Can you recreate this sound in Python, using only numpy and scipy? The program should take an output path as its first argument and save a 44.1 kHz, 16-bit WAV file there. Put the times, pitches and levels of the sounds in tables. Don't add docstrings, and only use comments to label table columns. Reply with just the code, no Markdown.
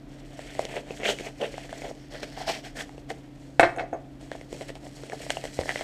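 import sys
import numpy as np
from scipy import signal
from scipy.fft import rfft, irfft
from scipy.io import wavfile
from scipy.ndimage import uniform_filter1d

SR = 44100
rng = np.random.default_rng(int(sys.argv[2]) if len(sys.argv) > 2 else 0)


def log_audio(samples):
    frames = np.atleast_2d(samples).T
    limited = np.clip(frames, -1, 1)
    pcm = np.round(limited * 32767).astype(np.int16)
    wavfile.write(sys.argv[1], SR, pcm)


N = 257235

# frequency in Hz, relative level in dB per Hz.
AIR_SPECTRUM = [(18, -34), (30, 2), (52, -1), (81, -13.5), (130, -3.5), (187, -9), (330, -5), (432, -17),
                (673, -16), (1020, -26), (1900, -28), (3780, -34), (8060, -46.5), (14300, -50.5),
                (15500, -57)]
AIR_DB = -49.5
# frequency in Hz, rms level in dB, rms wavering of the pitch in Hz.
HUM_TONES = [(36.8, -57.5, 2.1), (135.4, -51.5, 0.17), (269, -55, 0.66), (293.5, -51.5, 0.52)]
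# frequency in Hz, time to die by 60 dB in seconds.
ROOM_DECAY = [(100, 1), (500, 0.37), (2000, 0.27), (8000, 0.39)]
DIP_SPACING_HZ, BOUNCE_DB = 1227, -16.5

# start in seconds, blow level in dB, hardness as treble tilt in
# dB per octave, blade ring in dB relative to the blow, jingle in dB relative to the blow.
KNIFE_BLOWS = [(3.5956, 3.3, 1.1, -48, -36), (3.606, -6, -2, -28, -23), (3.6303, 1.5, 0.94, -54, -50),
               (3.636, -5, -1.5, -54, -42), (3.762, -27, -1.5, -22, -27), (3.774, -17.5, -21, -36, -38),
               (3.784, -22, 2.5, -45, -47), (3.7945, -18.5, 3, -47, -46), (3.807, -15.5, -15, -49, -55),
               (3.819, -23, -19, -43, -50), (3.837, -22, -33, -37, -55), (3.9295, -13.5, -10, -46, -55),
               (3.935, -38.5, -16, -11, -30), (3.9415, -21, -8.5, -30, -48),
               (3.951, -20.5, -21.5, -42, -55), (3.962, -35, -15, -40, -50)]
# frequency in Hz, level in dB relative to the blow,
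# time to die by 60 dB in seconds.
TABLE_MODES = [(89.5, -42.5, 0.19), (118, -32, 0.16), (319.7, -22.5, 0.12), (343.6, -17, 0.11),
               (555, -18.5, 0.055), (688, -14.5, 0.1), (667, -8, 0.023), (766, -19.5, 0.051),
               (794, -19.5, .07), (1040, -15, 0.041), (1570, -4.5, 0.013), (1688, -17, 0.036),
               (1840, -16.5, 0.056), (2040, -13.5, 0.04), (2200, -15, 0.055), (2583, -18, 0.039)]
# frequency in Hz, relative level in dB per Hz.
CLATTER_SPECTRUM = [(150, -50), (250, -31), (330, 3), (520, -5.5), (720, 3.5), (920, -11), (1150, -4.5),
                    (1600, -9.5), (2300, -9.5), (2650, -24.5), (3400, -15.5), (6200, -38), (9000, -43.5),
                    (15500, -62)]
# frequency in Hz, time to die by 60 dB in seconds.
CLATTER_DECAY = [(300, 0.075), (800, 0.18), (2000, 0.23), (3500, 0.081), (6000, 0.19), (12000, 0.05)]
# frequency in Hz, relative level in dB, time to die by 60 dB in seconds.
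BLADE_MODES = [(6420, 5.5, 0.017), (6550, -2.5, 0.02), (8360, -17, 0.012)]
# frequency in Hz, relative level in dB per Hz.
JINGLE_SPECTRUM = [(3000, -41), (5000, -12), (8000, 3), (10500, -8), (13500, -24)]
JINGLE_T60 = 0.053
# start in seconds, level in dB, frequency in Hz,
# time to die by 60 dB in seconds.
EDGE_THUDS = [(5.59, -22.5, 69.5, 0.06)]

# start in seconds, thump peak in dB, thump frequency in Hz, crack peak in dB
# relative to the thump, crack frequency in Hz, tick rms in dB relative to the thump.
PAPER_SNAPS = [(0.39, -26, 624, -11.5, 1950, -28), (0.549, -32, 637, -1, 2100, -25),
               (0.591, -11, 635, -19, 2130, -35), (0.65, -24.5, 474, -6, 3000, -18.5),
               (0.739, -26, 564, -23, 3170, -41), (0.905, -21, 462, -9.5, 2600, -50),
               (0.998, -29, 433, -9, 1960, -26), (1.031, -25.5, 516, 4.5, 2120, -37),
               (1.185, -40.5, 555, 14.5, 2250, -11), (1.207, -25, 390, -29, 1740, -39),
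               (1.414, -26, 636, 0.5, 3030, -37), (1.539, -29.5, 503, -2, 2120, -35),
               (1.578, -24.5, 710, -9.5, 1670, -31), (1.691, -36.5, 544, 1.5, 1740, -28),
               (1.726, -23.5, 640, -9, 1640, -29), (1.817, -28.5, 590, -3, 2290, -37),
               (1.91, -26.5, 630, -25, 1350, -35), (2.229, -25, 550, -2.5, 1660, -24),
               (2.373, -27, 730, -12, 1800, -38), (2.477, -21, 664, -5, 1560, -40),
               (2.501, -28, 695, -14, 3140, -40), (2.891, -35.5, 800, -9, 1960, -29),
               (2.978, -30, 470, -15, 2680, -32), (3.101, -27, 750, 4.5, 2000, -21.5),
               (4.314, -22.5, 580, -3.5, 1740, -30), (4.35, -27, 667, -32, 1920, -42),
               (4.41, -32.5, 520, -2.5, 2070, -30), (4.526, -22, 407, -21, 2070, -29),
               (4.608, -25.5, 523, -6.5, 2030, -30), (4.691, -34, 557, 5.5, 1980, -29),
               (4.7, -26, 447, -10, 1930, -33.5), (4.752, -33.5, 676, -6, 2180, -20.5),
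               (4.865, -32.5, 630, -11, 1940, -38), (5.033, -28, 450, -10, 1440, -29),
               (5.096, -30.5, 546, 0, 2300, -25), (5.119, -37, 382, 10, 1720, -32),
               (5.131, -32, 670, -6, 1580, -32), (5.263, -27.5, 610, -12, 1960, -34),
               (5.295, -26.5, 630, -2, 2180, -39), (5.302, -17, 640, -3, 1630, -14),
               (5.312, -42, 600, 6, 2020, -20), (5.368, -19.5, 680, -5, 2800, -36),
               (5.438, -22.5, 575, -15, 1940, -26), (5.451, -25, 595, -3.5, 2100, -21),
               (5.588, -12, 530, -17, 2090, -39), (5.61, -24.5, 516, -8, 1980, -22),
               (5.632, -32, 473, 2, 1830, -39), (5.655, -25.5, 600, -8, 1900, -29),
               (5.69, -20, 690, 6, 1960, -22), (5.705, -37, 680, 11, 1820, -19),
               (5.756, -20.5, 570, 1.7, 2000, -33), (5.779, -41, 454, -12, 1920, -13),
               (5.808, -20.5, 650, -16, 2120, -28)]

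# peak time in seconds, rise in seconds, fall in seconds, scrape
# level in dB, padded body in dB relative to the scrape, open pocket frequency in Hz, free sheet
# frequency in Hz, fibre fizz in dB relative to the scrape.
PAPER_STROKES = [(0.604, 0.036, 0.075, -44.5, 2, 550, 2320, -5),
                 (0.7, 0.049, 0.079, -44, 0.5, 584, 2130, -24),
                 (0.775, 0.057, 0.034, -38.5, 5.5, 550, 2120, -32),
                 (0.911, 0.081, 0.062, -46.5, 5.5, 600, 2330, -26),
                 (1.011, 0.028, 0.043, -41, 9, 545, 2250, -14),
                 (1.06, 0.035, 0.04, -27, -4, 557, 2300, -17),
                 (1.097, 0.05, 0.049, -28, -1.5, 500, 3140, -9),
                 (1.201, 0.016, 0.029, -39.5, 0, 527, 2350, -11),
                 (1.273, 0.057, 0.036, -41.5, 6.5, 630, 2220, -9),
                 (1.426, 0.035, 0.065, -38.5, 9, 553, 2590, -16),
                 (1.554, 0.049, 0.085, -46, -15, 480, 2660, -8),
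                 (1.852, 0.026, 0.092, -49.5, 16, 540, 2100, -19),
                 (2.149, 0.055, 0.091, -45, 6, 570, 1710, -6),
                 (2.235, 0.022, 0.018, -39.5, 0.1, 530, 2000, -6),
                 (2.393, 0.082, 0.13, -42.5, 3, 746, 1710, -6),
                 (2.496, 0.035, 0.048, -32, 3.5, 713, 2460, -2),
                 (2.537, 0.046, 0.08, -37.5, -0.3, 620, 2320, -3.5),
                 (2.664, 0.035, 0.052, -43.5, -1.5, 660, 2040, -9),
                 (2.81, 0.059, 0.048, -37.5, -1.7, 654, 1750, -6),
                 (3.107, 0.021, 0.02, -38.5, 6, 600, 2100, -7),
                 (4.215, 0.02, .08, -56.5, 4, 577, 2220, -3.5), (4.328, 0.03, 0.1, -51, -4, 544, 2030, -10),
                 (4.53, 0.031, 0.085, -51.5, 9.5, 415, 2280, -1.5),
                 (4.621, 0.027, 0.022, -47.5, 9.5, 617, 2550, -6),
                 (4.696, .032, 0.016, -44, -6, 530, 2070, -5.5),
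                 (4.765, .028, 0.036, -52.5, 6, 640, 2370, -4),
                 (4.862, 0.12, 0.036, -56, 6, 590, 2300, -2.5),
                 (5.131, 0.018, 0.028, -49.5, 14.5, 585, 1980, -2),
                 (5.312, 0.027, 0.036, -40, -15, 640, 2210, 0.5),
                 (5.452, .021, 0.036, -44, -1, 615, 2100, -3),
                 (5.601, 0.042, 0.061, -44, 3.5, 606, 2220, -7),
                 (5.704, 0.05, 0.035, -35, -4.5, 678, 1780, -9.5),
                 (5.78, 0.047, 0.17, -40, -2, 600, 2130, -7.5)]
EDGE_DB, SQUARE = -23.5, 1.64
# start of the hold in seconds, rise in seconds, hold in seconds, scrape level in dB,
# padded body in dB relative to the scrape, free sheet frequency in Hz, fibre fizz in dB relative
PAPER_DRAGS = [(0.125, .08, 0.25, -60, 3, 2250, -6), (0.456, 0.17, 0.34, -48.5, -2.5, 2300, -5.5),
               (0.92, 0.077, 0.37, -53, -12, 2500, -1.5), (1.416, .09, .24, -50, -3.5, 2300, -5),
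               (1.699, 0.019, 0.18, -49.5, 0, 2100, -3.5), (1.95, .04, 0.12, -60.5, -6, 2300, -4.5),
               (2.111, .015, 0.31, -55, 1, 2200, -1.5), (2.643, .015, 0.032, -49.5, -4, 2030, -7.5),
               (2.764, 0.014, 0.03, -44, 2, 1850, -7), (2.872, .04, 0.13, -62, 3, 2100, -5),
               (3.125, .03, 0.12, -63, -11, 2000, -5), (3.403, 0.091, 0.17, -68, 2.5, 2100, -0.5),
               (4.214, 0.032, 0.23, -62.5, -11, 2300, -0.5), (4.516, .05, 0.18, -55.5, -16, 2350, -2.7),
               (4.854, 0.036, 0.11, -60, -11, 2420, 0.5), (4.983, .035, 0.23, -54, -0.5, 2300, -1.2),
               (5.205, 0.042, .28, -49.5, -5, 2250, -2.5), (5.565, 0.11, .3, -50, -2, 2100, 2)]
DRAG_FALL_S, DRAG_POCKET_HZ = 0.06, 558
HELD_DB = -68.5

# frequency in Hz, width of one filter pass in Hz,
# relative level in dB.
BODY_MODES = [(218, 39, 7), (446, 180, 14), (666, 46, 7.5)]
SHEET_GROWTH = 0.23
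# frequency in Hz, relative level in dB per Hz.
FIZZ_SPECTRUM = [(900, -41), (1250, -6.5), (1900, 0), (2500, -6.5), (3350, -1), (3800, -6), (4400, -4.5),
                 (6500, -9), (8150, -7), (9420, -15.5), (13500, -24.5), (15500, -33)]
# time in seconds,
# frequency in Hz, level in dB relative to the rest of the fizz.
FIZZ_PEAK_PATH = [(0, 5540, -12), (.6, 6600, -23), (1.1, 6400, -1), (1.45, 5700, -13), (1.8, 6460, -10),
                  (2.15, 4600, 4), (2.5, 4700, 6), (2.8, 6040, -12), (4.3, 6600, -16), (5.3, 6050, -26),
                  (5.83, 5570, -8)]
CRINKLES_PER_S, CRINKLE_DB = 45, -10


def amp(db):
    return 10 ** (np.asarray(db) / 20)


def evened(x):
    return x / np.sqrt(np.mean(x ** 2) + 1e-20)


def read(points, hz):
    point_hz, value = np.transpose(points)
    return np.interp(np.log(hz + 1), np.log(point_hz + 1), value)


def add(mix, start_s, sound):
    part = mix[round(start_s * SR):][:len(sound)]
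    part += sound[:len(part)]


def coloured(x, points):
    gain = amp(read(points, np.fft.rfftfreq(len(x), 1 / SR)))
    return evened(irfft(rfft(x) * gain, len(x)))


def resonate(x, hz, width):
    turn = np.exp(2j * np.pi * np.cumsum(hz * np.ones(len(x))) / SR)
    r = np.exp(-np.pi * width / SR)
    smooth = signal.lfilter([1 - r], [1, -r], x / turn)
    return 2 * (turn * smooth).real


def band(x, hz, width):
    return evened(resonate(resonate(x, hz, width), hz, width))


def ring(hz, t60, rise_s, size=6000):
    t = np.arange(size) / SR
    return amp(-60 * t / t60) * (1 - np.exp(-t / rise_s)) * np.sin(2 * np.pi * hz * t)


def burst(peak_s, rise_s, fall_s, size=900):
    t = np.arange(size) / SR - peak_s
    return t, np.where(t < 0, np.exp(-(t / rise_s) ** 2), np.exp(-t / fall_s))


def dying(x, t60):
    hz, t, bands = signal.stft(x, SR, nperseg=128)
    decay = amp(-60 * t / read(t60, hz)[:, None])
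    out = signal.istft(bands * decay, SR, nperseg=128)[1][:len(x)]
    return out / np.linalg.norm(out)


def wander(span_s):
    window = np.hanning(int(span_s * SR) + 3)
    return evened(signal.oaconvolve(rng.standard_normal(N), window, "same"))


def slips(per_s, spread_db, clumps):
    size = clumps * amp(spread_db * np.minimum(rng.exponential(1, N), 5))
    sign = rng.choice([-1., 1.], N)
    happens = rng.random(N) < per_s / SR
    return size * sign * happens


def room_air():
    level = amp(AIR_DB + .5 * wander(1.0))
    return level * coloured(rng.standard_normal(N), AIR_SPECTRUM)


def appliance_hum():
    out = np.zeros(N)
    for hz, db, waver_hz in HUM_TONES:
        level = amp(db + .5 * wander(.3)) * np.sqrt(2)
        cycles = np.cumsum(hz + waver_hz * wander(.4)) / SR
        out += level * np.sin(2 * np.pi * cycles)
    return out


def room(x, tail_db):
    taps = np.zeros(SR)
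    at = np.arange(300, SR - 20, 20)
    signs = rng.choice([-1., 1.], len(at))
    taps[at + rng.integers(0, 20, len(at))] = signs
    return signal.fftconvolve(x, amp(tail_db) * dying(taps, ROOM_DECAY))[:N]


def bounce(x):
    hz = np.fft.rfftfreq(N, 1 / SR)
    reflection = amp(BOUNCE_DB) * np.exp(-2j * np.pi * hz / DIP_SPACING_HZ)
    return irfft(rfft(x) * (1 - reflection), N)


def edge_thuds():
    out = np.zeros(N)
    for s, db, hz, t60 in EDGE_THUDS:
        add(out, s, amp(db) * ring(hz, t60, 0.0013))
    return out


def knife():
    out = np.zeros(N)
    t = np.arange(6000) / SR
    clatter = amp(12) * dying(coloured(rng.standard_normal(6000), CLATTER_SPECTRUM), CLATTER_DECAY)
    clatter *= 1 - np.exp(-t / 0.00061)
    top = clatter + sum(amp(db) * ring(hz, t60, 0.00091) for hz, db, t60 in TABLE_MODES)
    octaves = np.log2(np.maximum(np.fft.rfftfreq(8192, 1 / SR) / 700, 1))
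    for s, db, hard, blade_db, jingle_db in KNIFE_BLOWS:
        blade = np.zeros(6000)
        for hz, mode_db, t60 in BLADE_MODES:
            blade += amp(mode_db + blade_db) * rng.uniform(0.49, 1) * ring(hz, t60, 0.00028)
        fade = amp(jingle_db - 60 * t / JINGLE_T60)
        jingle = fade * coloured(rng.standard_normal(6000), JINGLE_SPECTRUM)
        tilted = np.roll(irfft(rfft(top, 8192) * amp(hard * octaves)), 64)
        add(out, s - 64 / SR, amp(db) * tilted)
        add(out, s, amp(db) * (blade + jingle))
    return out


def snaps():
    out = np.zeros(N)
    tick_spectrum = [(1400, -56)] + FIZZ_SPECTRUM[2:-2] + [(12000, -33), (15500, -48)]
    for s, db, hz, crack_db, crack_hz, tick_db in PAPER_SNAPS:
        t, shape = burst(0.00289, 0.00056, 0.002)
        thump = shape * np.cos(2 * np.pi * hz * t)
        t, shape = burst(0.00254, 0.000092, 0.0017)
        crack = amp(crack_db) * shape * np.sin(2 * np.pi * crack_hz * t)
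        click = burst(.0024, .0003, .0005)[1] * rng.standard_normal(len(t))
        tick = amp(tick_db) * coloured(click, tick_spectrum)
        add(out, s, amp(db) * (crack + tick - thump))
    return out


def hands():
    t = np.arange(0, N + 44, 44) / SR
    peak, rise, fall, *stroke = np.transpose(PAPER_STROKES)[:, :, None]
    start, swell, length, drag_db, drag_body, drag_hz, drag_fizz = np.transpose(PAPER_DRAGS)[:, :, None]
    drag = drag_db, drag_body, np.full_like(drag_db, DRAG_POCKET_HZ), drag_hz, drag_fizz
    stroke_away = np.where(t < peak, (peak - t) / rise, (t - peak) / fall)
    drag_away = np.maximum((start - t) / swell, (t - start - length) / DRAG_FALL_S)
    away = np.vstack([stroke_away, np.maximum(drag_away, 0)])
    db, body_db, pocket_hz, sheet_hz, fizz_db = (np.vstack(pair) for pair in zip(stroke, drag))
    scrape = amp(db + EDGE_DB * away ** SQUARE) ** 2 + amp(HELD_DB) ** 2 / len(db)
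    body = amp(body_db) ** 2 * scrape
    fizz = amp(fizz_db) ** 2 * scrape
    gains = [np.sqrt(power.sum(0)) for power in (scrape, body, fizz)]
    pocket = (pocket_hz * body).sum(0) / body.sum(0)
    sheet = (sheet_hz * scrape).sum(0) / scrape.sum(0)
    return [np.interp(np.arange(N) / SR, t, c) for c in (*gains, pocket, sheet)]


def rubbing():
    scrape_gain, body_gain, fizz_gain, pocket_hz, sheet_hz = hands()
    s, *peak = np.transpose(FIZZ_PEAK_PATH)
    fizz_hz, peak_db = (np.interp(np.arange(N) / SR, s, c) for c in peak)
    jerk = wander(0.066)
    body_clumps, sheet_clumps, fibre_clumps, fizz_clumps = (
        amp(1.0 * jerk + 2.0 * wander(0.022)) for part in range(4))
    coarse = slips(per_s=1200, spread_db=3.0, clumps=body_clumps)
    fine = slips(per_s=8000, spread_db=2.0, clumps=fizz_clumps)

    pocket = band(coarse, pocket_hz, 276)
    padding = evened(sum(amp(db) * band(coarse, hz, width) for hz, width, db in BODY_MODES))
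    body = evened(1.0 * pocket + 0.59 * padding)

    sheet = band(slips(per_s=2800, spread_db=2.5, clumps=sheet_clumps), sheet_hz, 1030)
    fibres = slips(per_s=3300, spread_db=4.0, clumps=fibre_clumps)
    low_fibres = coloured(fibres, FIZZ_SPECTRUM[:6] + [(4400, -45)])
    sheet_gain = 0.67 * (scrape_gain / amp(-44)) ** SHEET_GROWTH
    scrape = sheet_gain * sheet + 0.6 * low_fibres

    fizz = coloured(fine, [(3600, -48)] + FIZZ_SPECTRUM[5:])
    fizz += amp(peak_db) * band(fine, fizz_hz, 2900)
    fizz /= np.sqrt(1 + amp(peak_db) ** 2)
    single_fibres = slips(per_s=CRINKLES_PER_S, spread_db=3.0, clumps=1)
    crinkles = coloured(single_fibres, [(1500, -26)] + FIZZ_SPECTRUM[3:])
    tearing = evened(fizz) + amp(CRINKLE_DB) * crinkles
    return scrape_gain * scrape + body_gain * body + fizz_gain * tearing


def scene():
    near = rubbing() + snaps() + knife() + edge_thuds()
    heard = bounce(near + room(near, tail_db=-13.5))
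    return (heard + room_air() + appliance_hum())[None]


def record(dry):
    power_db = 10 * np.log10(abs(uniform_filter1d(dry[0] ** 2, 200, origin=99)) + 1e-12)
    fall = np.arange(N) * 54.0 / SR
    held_db = np.maximum.accumulate(power_db + fall) - fall
    over_db = np.maximum(held_db + 13.5, 0)
    ducked = dry / amp(.45 * uniform_filter1d(over_db, 400, origin=199))
    lowpass = signal.firwin(511, 15300, window=("kaiser", 9), fs=SR)
    return signal.oaconvolve(np.clip(ducked, -1, 1), lowpass[None], "same")


dry = scene()
out = record(dry)
log_audio(out)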